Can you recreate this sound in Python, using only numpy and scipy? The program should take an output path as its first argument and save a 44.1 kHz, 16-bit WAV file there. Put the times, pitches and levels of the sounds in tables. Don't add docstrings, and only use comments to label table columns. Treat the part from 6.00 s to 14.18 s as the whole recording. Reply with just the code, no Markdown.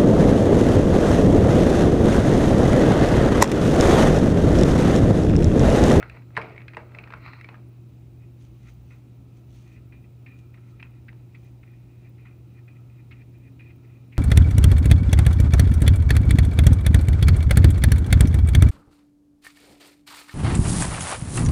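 import sys
import numpy as np
from scipy import signal
from scipy.fft import rfft, irfft
from scipy.io import wavfile
from scipy.ndimage import uniform_filter1d

SR = 44100
rng = np.random.default_rng(int(sys.argv[2]) if len(sys.argv) > 2 else 0)


def voltage_ratio(decibels):
    exponent = np.asarray(decibels, float) / 20
    return 10 ** exponent


def wav_out(sig):
    wavfile.write(sys.argv[1], SR, np.round(np.clip(np.atleast_2d(sig).T, -1, 1) * 32767).astype(np.int16))


N = 360738


def evened(x):
    return x / np.sqrt(np.mean(x ** 2) + 1e-20)


def read(points, hz):
    f, value = np.transpose(points)
    return np.interp(np.log(hz + 1), np.log(f + 1), value)


def curve(points):
    return np.interp(np.arange(N) / SR, *np.transpose(points))


def add(mix, s, sound):
    part = mix[round(s * SR):][:len(sound)]
    part += sound[:len(part)]


def resonate(x, hz, width):
    turn = np.exp(2j * np.pi * hz * np.arange(len(x)) / SR)
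    r = np.exp(-np.pi * width / SR)
    return 2 * (turn * signal.lfilter([1 - r], [1, -r], x / turn)).real


def steep(x, hz, width):
    return evened(resonate(resonate(x, hz, width), hz, width))


def swells(s, db, swell_s, fade_s, bend=1):
    t = np.arange(0, N / SR + 0.002, 0.001)
    out = 0
    for at, top_db, up, down in np.broadcast(s, db, swell_s, fade_s):
        rise_db = 20 * np.maximum((at - t) / up, 0)
        fall_db = 20 * np.maximum((t - at) / down, 0) ** bend
        out = out + voltage_ratio(top_db - rise_db - fall_db)
    return np.interp(np.arange(N) / SR, t, out)


def scratch(per_s, spread_db, smooth):
    sizes = voltage_ratio(spread_db * np.minimum(rng.exponential(1, N), 5))
    slips = sizes * (rng.random(N) < per_s / SR)
    return evened(evened(slips * rng.standard_normal(N)) + smooth * rng.standard_normal(N))


def contact(t, t60):
    u = 9.3 * t / max(t60, 0.003)
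    return u * np.exp(1 - u)


# frequency in Hz, density in dB per Hz.
AIR_SPECTRUM = [(20, -51), (42, -19), (58, -4.5), (80, 0.5), (150, -5), (200, -8), (340, -13.5),
                (480, -22.5), (850, -28.5), (1600, -40.5), (3200, -42), (7000, -45.5), (13700, -51),
                (14800, -54)]
# centre in Hz, width in Hz, level in dB.
AIR_BANDS = [(114, 9.2, -7), (2480, 770, 8.5), (3870, 160, 5.5), (8700, 170, 1.5), (9500, 170, 3.5),
             (15000, 690, 17)]


def air():
    level_db, patchy_db = -52, 0.6
    frames, hz = N // 512 + 6, np.fft.rfftfreq(2048, 1 / SR)
    a, b, patches = rng.standard_normal((frames, 1025, 3)).T
    patches = uniform_filter1d(patches, size=20, axis=0)
    patches = evened(uniform_filter1d(patches, size=8, axis=1))
    bands_db = sum(db / (1 + (2 * (hz - f) / w) ** 2) for f, w, db in AIR_BANDS)
    colour_db = read(AIR_SPECTRUM, hz) + bands_db
    z = (a + 1j * b) * voltage_ratio(colour_db[:, None] + patchy_db * patches)
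    return voltage_ratio(level_db) * evened(signal.istft(z, nperseg=2048, noverlap=1536)[1][:N])


# frequency in Hz, width in Hz, level in dB.
FAN_TONES = [(270.9, 9.8, -65), (318.6, 4.6, -68), (349.4, 14, -66)]


def hum():
    hum_db, hum_hz = -46.5, 120.4
    flutter = steep(rng.standard_normal(N), hum_hz, 16)
    fan = sum(voltage_ratio(db) * steep(rng.standard_normal(N), hz, w) for hz, w, db in FAN_TONES)
    tone = np.sqrt(2) * np.sin(2 * np.pi * hum_hz * np.arange(N) / SR)
    return voltage_ratio(hum_db) * (tone + 0.12 * flutter) + fan


# time
# in seconds, level in dB.
WHIRR_LEVEL = [(0.0, -47), (0.2, -72), (0.8, -64), (1.41, -65), (1.62, -82), (3.16, -80), (3.62, -74),
               (4.03, -76), (4.65, -70), (5.88, -90), (6.79, -71.5), (7.4, -86), (7.81, -72.5), (8.18, -82)]
# time in seconds, change of the rumble in dB.
GUSTS = [(0.0, 13), (.7, -14), (1.16, 2), (1.6, -13), (2.78, 12.5), (3.16, -9), (3.62, 10), (4.3, 0),
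         (5.88, 7), (6.79, -10), (8.18, -6)]


def ventilation():
    rumble_db, fizz_db, fizz_share = -63, -83, 0.18
    noise = rng.standard_normal((4, N))
    flicker = voltage_ratio(6.9 * evened(resonate(noise[0], 30.6, 30)))
    fizz = evened(flicker * steep(noise[1], 15100, 900))
    whirr = steep(noise[2], 1303, 170)
    rumble = steep(noise[3], 59.6, 11)
    gust_db = curve(GUSTS)
    moving_air = voltage_ratio(fizz_db + fizz_share * gust_db) * fizz + voltage_ratio(rumble_db + gust_db) * rumble
    return voltage_ratio(curve(WHIRR_LEVEL) - 3) * whirr + moving_air


# peak in seconds, level in dB, swell in seconds, fade in seconds.
RUSTLES = [
    (2.422, -67, 0.06, 0.11),
    (2.69, -66, 0.18, 0.11),
    (2.926, -69.5, 0.16, 0.12),
    (3.38, -70, .05, 0.054),
    (3.55, -64, 0.078, 0.21),
    (3.74, -74.5, .15, .06),
    (4.392, -65.5, 0.02, 0.027),
    (4.712, -71, 0.1, 0.036),
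    (5.46, -70.5, .16, 0.08),
]
# frequency in Hz, level in dB.
RUSTLE_TONE = [(1500, -3.5), (3000, 2.5), (4000, -1), (5200, -6), (6200, 0.5), (7500, -8), (10000, -11),
               (14000, -30)]
# start in seconds, length in seconds, frequency in Hz, level in dB.
SQUEAKS = [
    (1.652, .05, 9500, -78),
    (7.59, 0.028, 9550, -79),
    (7.966, 0.038, 9800, -100.5),
    (8.07, 0.019, 9500, -82),
]


def rustle():
    crackle = scratch(2100, 2.6, 0.84)
    colour = voltage_ratio(read(RUSTLE_TONE, np.fft.rfftfreq(N, 1 / SR)))
    out = swells(*np.transpose(RUSTLES)) * evened(irfft(rfft(crackle) * colour, N))
    for s, length_s, hz, db in SQUEAKS:
        n = round(length_s * SR)
        squeak = steep(rng.standard_normal(4000), hz, 350)[:n]
        add(out, s, voltage_ratio(db) * squeak * np.hanning(n))
    return out


# peak in seconds, level in dB, swell in seconds,
# fade in seconds, low part in dB against it.
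SLIDES = [
    (0.0, -46, 0.011, 0.11, 0.5),
    (.168, -52.5, 0.15, 0.061, 3),
    (.434, -46, 0.088, 0.17, 8),
    (.598, -56, .15, .1, -11),
    (.69, -55, 0.014, 0.12, -13),
    (.79, -60.5, 0.036, .2, 9),
    (.96, -67.5, 0.088, 0.49, 15),
    (1.17, -55.5, 0.25, 0.027, 2),
    (1.43, -56, .02, 0.13, -16),
    (1.53, -63, .15, 0.16, 9),
]
LONG_DRAG = [
    (1.275, -45.5, .1, 0.096, 0),
    (1.4, -53.5, 0.11, 0.016, 0),
]
# peak in seconds, level in dB, swell in seconds, fade in seconds.
RIM_SQUEALS = [
    (.04, -63, 0.089, 0.39),
    (.69, -64, .012, .1),
    (1.001, -70, .3, .35),
    (1.25, -54.5, 0.05, .25),
    (1.37, -67, .12, 0.062),
]


def slide():
    rub = scratch(1500, 2.5, 1.2)
    body = evened(steep(rub, 2146, 570) + 1.1 * steep(rub, 1900, 360))
    middle = steep(rub, 1160, 840)
    deep = evened(middle + 2.05 * steep(rub, 560, 800))
    out = swells(*np.transpose(RIM_SQUEALS)) * steep(rub, 4000, 560)
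    for rows, low in (SLIDES, deep), (LONG_DRAG, middle):
        s, db, up, down, low_db = np.transpose(rows)
        out = out + swells(s, db, up, down) * body + swells(s, db + low_db, up, down) * low
    return out


# start in seconds, peak in dB, ring in Hz,
# thump in dB, tick in dB.
SET_DOWN = [
    (.3512, -46, 2000, -6, -3),
    (.357, -46, 2100, -14, -8),
    (.3653, -32, 3800, -25, -3),
    (.3683, -11, 1800, -20, -28),
    (.3702, -21, 1900, -17, -28),
    (.3753, -11.5, 1700, -2.5, -11),
    (.4152, -33, 2200, -18, -6),
    (.422, -30, 1350, -12, -12),
]
KNOCKS = [
    (0.027, -29.5, 1430, -2, -8.5),
    (0.097, -38, 2500, -26, -2),
    (0.769, -26.5, 1900, 4.5, -10),
    (0.948, -36.5, 2050, -18, -13),
    (0.986, -33, 2480, -6, -14),
    (1.411, -39, 2060, -24, -3),
    (4.827, -36, 2570, -10, -20),
]
# start in seconds, peak in dB, ring in Hz, thump in dB.
RATTLES = [(0.171, -45, 1400, -1), (0.22, -54.5, 2440, -3), (0.304, -55, 1290, -8), (0.562, -46, 2060, -1),
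           (0.578, -39, 2230, -15), (0.604, -47, 2070, -8), (0.617, -44, 2480, -20),
           (0.681, -33, 2460, -28), (0.735, -38, 1860, 0), (0.746, -41, 2460, -4), (0.919, -54, 1990, -6),
           (1.038, -39, 2470, -16), (1.074, -41, 1840, -3), (1.104, -39.5, 2260, 1),
           (1.123, -37, 1340, -20), (1.137, -30.5, 1400, -3.5), (1.333, -38, 1920, -2),
           (1.444, -34, 2300, -23), (1.488, -39, 2480, 5), (1.543, -43, 1220, -26),
           (1.553, -48, 1300, -6.5), (5.128, -51.5, 2500, 3.5)]
# frequency in Hz, width in Hz, level in dB.
TABLE_SHIVER = [(199.6, 99.3, -11), (488, 200, 8), (900, 1400, 23), (1335, 630, -3), (1900, 514, -2.5),
                (2500, 440, -49), (4000, 800, -52.5)]
# frequency in Hz, level in dB, t60 in seconds.
TABLE_MODES = [(150, -17, .05), (186, -14, .06), (312, -16, .05), (449, -11, .06), (560, -22, .04)]


def knocks():
    soft_t60, hard_t60 = 0.014, 0.0048
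    hard_db, hard_span_db = -26, 3
    rattle_tick_db = -24
    out, t = np.zeros(N), np.arange(5000) / SR
    fall_hz = 450 + 900 * np.exp(-t / 0.0033)
    thump = np.sin(2 * np.pi * np.cumsum(fall_hz) / SR) * voltage_ratio(-60 * t / 0.022)
    modes = sum(voltage_ratio(d - 60 * t / ring_s) * np.sin(2 * np.pi * f * t) for f, d, ring_s in TABLE_MODES)
    thump = thump + (1 - np.exp(-(t / 0.0013) ** 2)) * modes
    for s, db, hz, thump_db, tick_db in SET_DOWN + KNOCKS + [(*row, rattle_tick_db) for row in RATTLES]:
        t60 = hard_t60 + (soft_t60 - hard_t60) / (1 + np.exp((db - hard_db) / hard_span_db))
        grit = rng.standard_normal((3, len(t)))
        crack = 0.9 * t60 / soft_t60 * steep(grit[0], (hz + 1800) / 2, 1500)
        ring = (np.sin(2 * np.pi * hz * t) + crack) * contact(t, t60)
        tick = voltage_ratio(tick_db) * resonate(grit[1], 5800, 4500) * contact(t, 0.5 * t60)
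        shiver = evened(sum(voltage_ratio(d) * steep(grit[2], f, w) for f, w, d in TABLE_SHIVER))
        shiver = shiver * voltage_ratio(-60 * t / 0.15) * (1 - np.exp(-t / 0.00057))
        heavy = voltage_ratio(thump_db) * (thump + voltage_ratio(-13.5) * shiver)
        add(out, s, voltage_ratio(db) * (ring + tick + heavy))
    return out


# start in seconds, peak in dB, centre in Hz, t60 in seconds.
DABS = [
    (3.9288, -57, 2580, 0.025),
    (4.2632, -44.5, 2240, 0.032),
    (4.5452, -48, 2500, 0.015),
    (4.799, -48, 2500, 0.044),
    (5.0836, -39.5, 2000, 0.043),
    (5.35, -43, 2310, 0.039),
    (5.6302, -52.5, 2300, 0.039),
    (7.112, -42, 2380, 0.065),
    (7.593, -51, 2560, 0.035),
    (8.1248, -46, 2350, 0.056),
]


def dabs():
    out, t = np.zeros(N), np.arange(3000) / SR
    for s, db, hz, t60 in DABS:
        puff = steep(rng.standard_normal(len(t)), hz, 950) * contact(t, t60)
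        add(out, s - 0.002, voltage_ratio(db - 3.5) * puff)
    return out


# frequency in Hz, width in Hz, level in dB.
CANVAS_WEAVE = [(2400, 196, 12), (2300, 1400, 0), (3080, 1200, -9)]
# peak in seconds, drag in dB, fade in seconds,
# canvas drum in dB against the drag.
PRESSES = [(2.907, -60, 0.092, 2), (3.665, -71, 0.18, -8), (3.925, -56.5, 0.097, -10),
           (4.264, -54, 0.19, -11), (4.542, -60.5, 0.037, 3.5), (4.8, -44, 0.02, -14),
           (4.843, -67, 0.06, 8), (5.08, -67, .07, -5), (5.347, -60, 0.035, -2), (5.634, -64, 0.014, 7),
           (5.655, -70.5, 0.67, -4), (5.894, -79, 0.2, 4), (6.181, -64, 0.19, -8),
           (6.254, -59.5, 0.088, 2.5), (4.576, -66.5, 0.027, 7.5), (6.68, -56, 0.078, -19),
           (6.9, -78, 0.082, 6), (7.11, -59, 0.12, -2), (7.341, -65, .09, -18), (7.596, -53, 0.14, -18),
           (7.836, -68.5, 0.47, -9), (8.12, -70, .3, -15)]
# peak in seconds, drag in dB, swell in seconds,
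# canvas drum in dB against the drag.
LIFTS = [(2.242, -67, .08, -5), (2.69, -60, 0.063, 4), (3.784, -59.5, 0.17, -20), (4.05, -61, 0.03, -15),
         (4.69, -75, 0.12, 4), (4.99, -69.5, 0.39, -7), (5.2, -71, 0.041, -6), (5.487, -69, 0.33, -7),
         (5.74, -71, 0.041, -5), (6.072, -59.5, 0.06, -15), (6.591, -60.5, 0.079, -9),
         (6.769, -63.5, .03, -10), (7.008, -65.5, 0.12, -12), (7.22, -56, .04, -19), (7.485, -62, .11, -19),
         (7.715, -59, 0.083, -11), (7.974, -68, 0.11, -14), (8.17, -55, 0.028, -25)]


def brush():
    press_s, lift_s = 0.0046, 0.016
    run_out = 1.1
    press_low_db, lift_low_db = -0.5, -3
    low_fade = 0.41
    weight_low_db = -1
    rub = scratch(1500, 2.5, 1.2)
    weave = evened(sum(voltage_ratio(db) * steep(rub, hz, w) for hz, w, db in CANVAS_WEAVE))
    drum, lower = steep(rub, 1380, 740), steep(rub, 1990, 620)
    s, db, fade, drum_db = np.transpose(PRESSES)
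    at, top_db, swell, beat_db = np.transpose(LIFTS)
    press = swells(s, db, press_s, fade, run_out)
    lift = swells(at, top_db, swell, lift_s)
    beat = swells(s, db + drum_db, press_s, fade, run_out) + swells(at, top_db + beat_db, swell, lift_s)
    low = swells(s, db + press_low_db, press_s, low_fade * fade)
    low = low + voltage_ratio(lift_low_db) * lift + voltage_ratio(weight_low_db) * beat
    return (press + lift) * weave + low * lower + beat * drum


# frequency in Hz, level in dB.
ROOM_TONE = [(2600, -5), (3300, -8), (6000, -21), (12000, -16.5)]
# frequency in Hz, t60 in seconds.
ROOM_T60 = [(200, 1), (1000, 0.2), (3000, 0.13), (8000, 0.36)]


def room(x):
    taps = np.zeros(SR // 2)
    at = np.arange(120, SR // 2 - 20, 20)
    taps[at + rng.integers(0, 20, len(at))] = rng.choice([-1., 1.], len(at))
    hz, t, z = signal.stft(taps, SR, nperseg=256)
    decay_db = read(ROOM_TONE, hz)[:, None] - 60 * t / read(ROOM_T60, hz)[:, None]
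    tail = signal.istft(z * voltage_ratio(decay_db), SR, nperseg=256)[1]
    return signal.fftconvolve(x, tail / np.linalg.norm(tail))[:N]


# frequency in Hz, level in dB.
MIC_PATH = [(2000, -3), (2650, -2), (3000, -9), (3400, -10), (4000, -5.5), (5200, -9), (7000, -19.5),
            (8700, -12.5), (15000, -29)]


def to_microphone(x):
    log_gain = np.log(voltage_ratio(read(MIC_PATH, abs(np.fft.fftfreq(2048, 1 / SR)))))
    taps = np.fft.ifft(np.exp(log_gain - 1j * signal.hilbert(log_gain).imag)).real[:1024]
    return signal.oaconvolve(x, taps)[:N]


def scene():
    background = air() + hum() + ventilation() + rustle()
    rubs = slide() + dabs() + brush()
    blows = knocks()
    near = blows + rubs + room(voltage_ratio(-13) * blows + voltage_ratio(-17) * rubs)
    return (to_microphone(near) + background)[None]


def roll_off(x):
    return signal.sosfilt(signal.butter(12, 16350, fs=SR, output="sos"), x)


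def record(dry):
    cut = signal.sosfilt(signal.butter(3, 44, "high", fs=SR, output="sos"), dry)
    band_limit = signal.firwin(511, 15750, window=("kaiser", 9), fs=SR)
    limited = signal.oaconvolve(cut, band_limit[None], "same")
    return roll_off(limited)


dry = scene()
out = record(dry)
wav_out(out)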